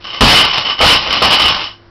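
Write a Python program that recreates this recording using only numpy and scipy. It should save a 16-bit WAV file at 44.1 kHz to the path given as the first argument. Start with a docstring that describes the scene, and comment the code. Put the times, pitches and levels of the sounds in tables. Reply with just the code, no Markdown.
"""Faint air and electric hum in a small garage. Loose plates rattle on a loaded barbell's steel sleeves.
At 0.2 s the dropped bar lands: the floor thuds and booms, the plates knock, clatter and clank.
It bounces at 0.8 s, then more lightly until 1.4 s; the rattle dies out by about 1.7 s.
The room adds a short echo to the plates. The hardest crashes clip; treble is cut above about 5.5 kHz."""
import sys
import numpy as np
from scipy import signal
from scipy.fft import rfft, irfft, next_fast_len
from scipy.io import wavfile

SR = 44100
rng = np.random.default_rng(int(sys.argv[2]) if len(sys.argv) > 2 else 0)


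def dump_mix(stems):
    """Bounce the given channels to the path in sys.argv[1] as a 16-bit WAV at rate SR."""
    frames = np.atleast_2d(stems).T  # one column per channel
    limited = np.clip(frames, -1, 1)  # hard clip at full scale
    pcm = np.round(limited * 32767).astype(np.int16)
    wavfile.write(sys.argv[1], SR, pcm)


N = 83790

# air spectrum: freq_hz, level_db
AIR_SPECTRUM = [(25, 11.5), (100, -5.5), (300, -6.5), (600, -10.5), (1700, -11), (2500, -23.5), (5300, -21)]
# electric hum: pitch_hz, rms_db
HUM_TONES = [(101, -50), (344.5, -53)]
# spells of plates shaking on the sleeves: start_s, hold_s, force_db, ring_offset_db
SHAKE_SPELLS = [(0, .03, -35, -6), (0.041, 0.14, -29.5, 3.5), (0.204, 0.11, -2, -6.5), (0.267, 0.1, 0, 1),
                (0.428, 0.042, -13, 2), (0.499, 0.096, -17, -1), (0.642, 0.061, -18.5, 4.5),
                (0.778, 0.022, -21, 4.5), (0.812, .05, -4, -5.5), (0.858, 0.064, -5.5, 2),
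                (1.0, 0.12, -19.5, -3), (1.12, 0.12, -17.5, -3.5), (1.224, 0.05, -10, -1),
                (1.279, 0.062, -8, 0.5), (1.386, 0.098, -12.5, 2), (1.53, .12, -22, -1)]
# crack of a steel contact: freq_hz, level_db
CRACK_SPECTRUM = [(40, -12.5), (150, -4.5), (400, -4.5), (700, -2.5), (1000, 1.5), (1600, -5), (2500, 0.5),
                  (3500, -2.5), (5200, -3), (7000, -5)]
# bar and plate modes: pitch_hz, energy_db, t60_s
STEEL_MODES = [(847, -20.5, 0.028), (1072.4, -12.5, 0.047), (1137, -10, 0.034), (1214, -12, 0.042),
               (1515, -17.5, 0.14), (2119, -15, 0.033), (2844, -8.5, 0.046), (2983.6, -5.5, 0.051),
               (2958, -13, 0.26), (3042.6, -6.5, 0.052), (3407, -23, 0.12), (3804, -17.5, 0.047),
               (4690, -22, 0.022), (5283, -12, 0.071)]
# plate slams on collar: start_s, force_db
COLLAR_HITS = [(0.0425, -24), (.051, -25.5), (0.1352, -24), (.144, -19.5), (0.1738, -35), (0.2085, 9),
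               (0.5335, -30), (0.5556, -17.5), (.574, -12.5), (0.5809, -7), (.61, -16.5), (0.6716, -27),
               (0.7089, -23.5), (.8121, -1), (0.8638, 15), (.922, -8), (.968, -14), (1.039, -22.5),
               (1.073, -17.5), (1.1074, -10.5), (1.1271, -8.5), (1.137, -12.5), (1.1584, -16.5),
               (1.171, -14), (1.2222, -1), (1.324, -3.5), (1.4008, -4.5), (1.4237, -9), (1.479, -18),
               (1.501, -11.5), (1.509, -11.5), (1.524, -11.5), (1.5452, -11.5), (1.6148, -17.5)]
# weights hit the floor: start_s, thud_db, boom_db, knock_db
FLOOR_HITS = [(.208, -2.5, 8.5, 7.5), (.805, -13.5, -20, -4), (.83, -11, -18.5, 2), (1.062, -30, -30, -16),
              (1.2185, -16.5, -25.5, -2.5), (1.254, -34, -31, -17), (1.425, -21, -34, -23)]
# low modes of floor and room: pitch_hz, level_db, t60_s
THUD_MODES = [(39.2, -6, 0.4), (69.7, 4.5, 0.34), (95.4, -5, 0.2), (130.2, -16.5, 0.66)]
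# floor boom noise: freq_hz, level_db
BOOM_SPECTRUM = [(25, 4.5), (60, 2), (125, 0), (180, -3), (240, -1), (350, -4), (600, -5), (2000, -26)]
# floor panel modes: pitch_hz, level_db, t60_s
PANEL_MODES = [(38.3, -5.5, .4), (129.6, -8, 0.34), (224.9, -1.5, 0.24), (258, -1, 0.19)]
# hollow knock of plates on the floor: pitch_hz, level_db, t60_s
KNOCK_MODES = [(528, -6.5, 0.071), (635, 5.5, 0.022), (800, 4, 0.027), (1022, 0.5, 0.04), (1251, 1, 0.037)]
# lo-fi passband: freq_hz, gain_db
PASSBAND = [(20, -8.5), (40, 0.5), (5200, 0.5), (5600, -7.5), (5900, -9.5), (6200, -40), (6600, -70)]

AIR_RMS_DB = -42.5
ROOM_DELAY_S, ROOM_ATTACK_S, ROOM_T60_S = 0.0037, 0.0022, 0.26
CRACK_DB, CRACK_ATTACK_S, CRACK_T60_S = 2.5, 0.00085, 0.028
CRACK_DB_PER_FORCE_DB = 1.11  # harder contacts: more crack relative to ring
RING_DB, RING_SPREAD_DB, DETUNE_RATIO = -3.5, 0.56, 0.005
SHAKE_RISE_S, SHAKE_FALL_DB_PER_S = 0.011, 286
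CONTACTS_PER_S, CONTACT_SPREAD_DB = 480, 3
THUD_ATTACK_S, KNOCK_ATTACK_S = 0.016, 0.0021
BOOM_ATTACK_S, BOOM_T60_S, PANEL_DB = 0.014, 0.27, -1
INPUT_LIMIT, OUTPUT_KNEE, OUTPUT_LIMIT, CUTOFF_HZ = 0.79, 0.57, 0.69, 15850


def amp(db):
    """Decibels to gain."""
    return 10 ** (np.asarray(db) / 20)


def unit_rms(x):
    """Scale to rms 1."""
    return x / np.sqrt(np.mean(x ** 2) + 1e-20)


def unit_energy(x):
    """Scale to energy 1."""
    return x / np.sqrt(np.sum(x ** 2) + 1e-20)


def filtered(x, response):
    """Apply the gain response(hz)."""
    size = next_fast_len(len(x) + 8192)
    return irfft(rfft(x, size) * response(np.fft.rfftfreq(size, 1 / SR)), size)[:len(x)]


def coloured(x, spectrum):
    """Apply (freq_hz, gain_db) points on a log frequency axis."""
    freq_hz, gain_db = np.transpose(spectrum)
    return filtered(x, lambda hz: amp(np.interp(np.log(hz + 1), np.log(freq_hz + 1), gain_db)))


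def noise(spectrum, size):
    """Coloured noise, rms 1."""
    return unit_rms(coloured(rng.standard_normal(size), spectrum))


def struck(t, attack_s, t60_s):
    """Envelope of a blow at t = 0."""
    t = np.maximum(t, 0)
    return (1 - np.exp(-t / attack_s)) * amp(-60 * t / t60_s)


def room_tone():
    """Faint air and electric hum."""
    t = np.arange(N) / SR
    hum = sum(amp(db) * np.sqrt(2) * np.sin(2 * np.pi * hz * t) for hz, db in HUM_TONES)
    return amp(AIR_RMS_DB) * noise(AIR_SPECTRUM, N) + hum


def steel_ring(t):
    """Decaying modes of bar and plate; pitch and level vary from plate to plate."""
    out = np.zeros(len(t))
    for hz, db, t60_s in STEEL_MODES:
        detune, spread, phase = rng.standard_normal(3)
        partial = np.sin(2 * np.pi * (hz * (1 + DETUNE_RATIO * detune) * t + phase))
        out += amp(db - RING_SPREAD_DB * spread) * unit_energy(partial * amp(-60 * t / t60_s))
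    return out


def garage_echo(x, wet_db):
    """Direct sound plus the short, diffuse echo of a cluttered room."""
    t = np.arange(SR // 2) / SR
    envelope = struck(t - ROOM_DELAY_S, ROOM_ATTACK_S, ROOM_T60_S)
    tail = unit_energy(rng.standard_normal(len(t)) * envelope)
    return x + amp(wet_db) * signal.fftconvolve(x, tail)[:len(x)]


def steel_contacts(crack_blows, ring_blows):
    """Each contact cracks and rings the steel; the room echoes."""
    t = np.arange(SR // 3) / SR
    crack = unit_energy(noise(CRACK_SPECTRUM, len(t)) * struck(t, CRACK_ATTACK_S, CRACK_T60_S))
    cracks = signal.fftconvolve(crack_blows, crack)
    rings = signal.fftconvolve(ring_blows, steel_ring(t))
    return garage_echo(amp(CRACK_DB) * cracks + amp(RING_DB) * rings, wet_db=-4.5)


def clatter(plates=8):
    """Loose plates strike the sleeves at random, as hard as they are shaken."""
    t = np.arange(N) / SR
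    start_s, hold_s, force_db, ring_offset_db = np.transpose(SHAKE_SPELLS)[:, :, None]
    rise = np.clip((t - start_s) / SHAKE_RISE_S, 0, 1)
    fall_db = SHAKE_FALL_DB_PER_S * np.maximum(t - start_s - hold_s, 0)
    spells = amp(force_db - fall_db) * rise
    crack_gain = np.linalg.norm(spells, axis=0) ** CRACK_DB_PER_FORCE_DB
    ring_gain = np.linalg.norm(spells * amp(ring_offset_db), axis=0)
    contacts = rng.random((plates, N)) < CONTACTS_PER_S / plates / SR
    strengths = amp(CONTACT_SPREAD_DB * rng.standard_normal((plates, N)))
    out = np.zeros(N)
    for blows in map(unit_rms, contacts * strengths):
        out += steel_contacts(blows * crack_gain, blows * ring_gain)[:N]
    return out / np.sqrt(plates)


def clanks():
    """Single hard blows of plate on collar."""
    out = np.zeros(N + SR)
    blow = np.sqrt([0.004 * SR])  # impulse with the energy of 4 ms at rms 1
    for start_s, force_db in COLLAR_HITS:
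        clank = steel_contacts(blow * amp(force_db * CRACK_DB_PER_FORCE_DB), blow * amp(force_db))
        out[round(start_s * SR):][:len(clank)] += clank
    return out[:N]


def struck_modes(t, modes, attack_s):
    """Damped modes excited together at t = 0."""
    return sum(amp(db) * np.sin(2 * np.pi * hz * t) * struck(t, attack_s, t60_s)
               for hz, db, t60_s in modes)


def landings():
    """Each landing drives a deep thud, a floor boom and a hollow knock of the plates."""
    out = np.zeros(N)
    for start_s, thud_db, boom_db, knock_db in FLOOR_HITS:
        age_s = np.arange(N) / SR - start_s
        out += amp(thud_db) * struck_modes(age_s, THUD_MODES, THUD_ATTACK_S)
        out += amp(boom_db) * noise(BOOM_SPECTRUM, N) * struck(age_s, BOOM_ATTACK_S, BOOM_T60_S)
        out += amp(boom_db + PANEL_DB) * struck_modes(age_s, PANEL_MODES, BOOM_ATTACK_S)
        out += amp(knock_db) * garage_echo(struck_modes(age_s, KNOCK_MODES, KNOCK_ATTACK_S), wet_db=1)
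    return out


def scene():
    """Barbell in the garage, mono."""
    return (room_tone() + clatter() + landings() + clanks())[None]


def record(dry):
    """Lo-fi chain: hard limit, narrow band, soft limit, low-pass."""
    narrow = coloured(np.clip(dry[0], -INPUT_LIMIT, INPUT_LIMIT), PASSBAND)
    headroom = OUTPUT_LIMIT - OUTPUT_KNEE
    below_knee = np.clip(narrow, -OUTPUT_KNEE, OUTPUT_KNEE)
    rounded = below_knee + headroom * np.tanh((narrow - below_knee) / headroom)
    return filtered(rounded, lambda hz: hz < CUTOFF_HZ)[None]


dry = scene()
out = record(dry)
dump_mix(out)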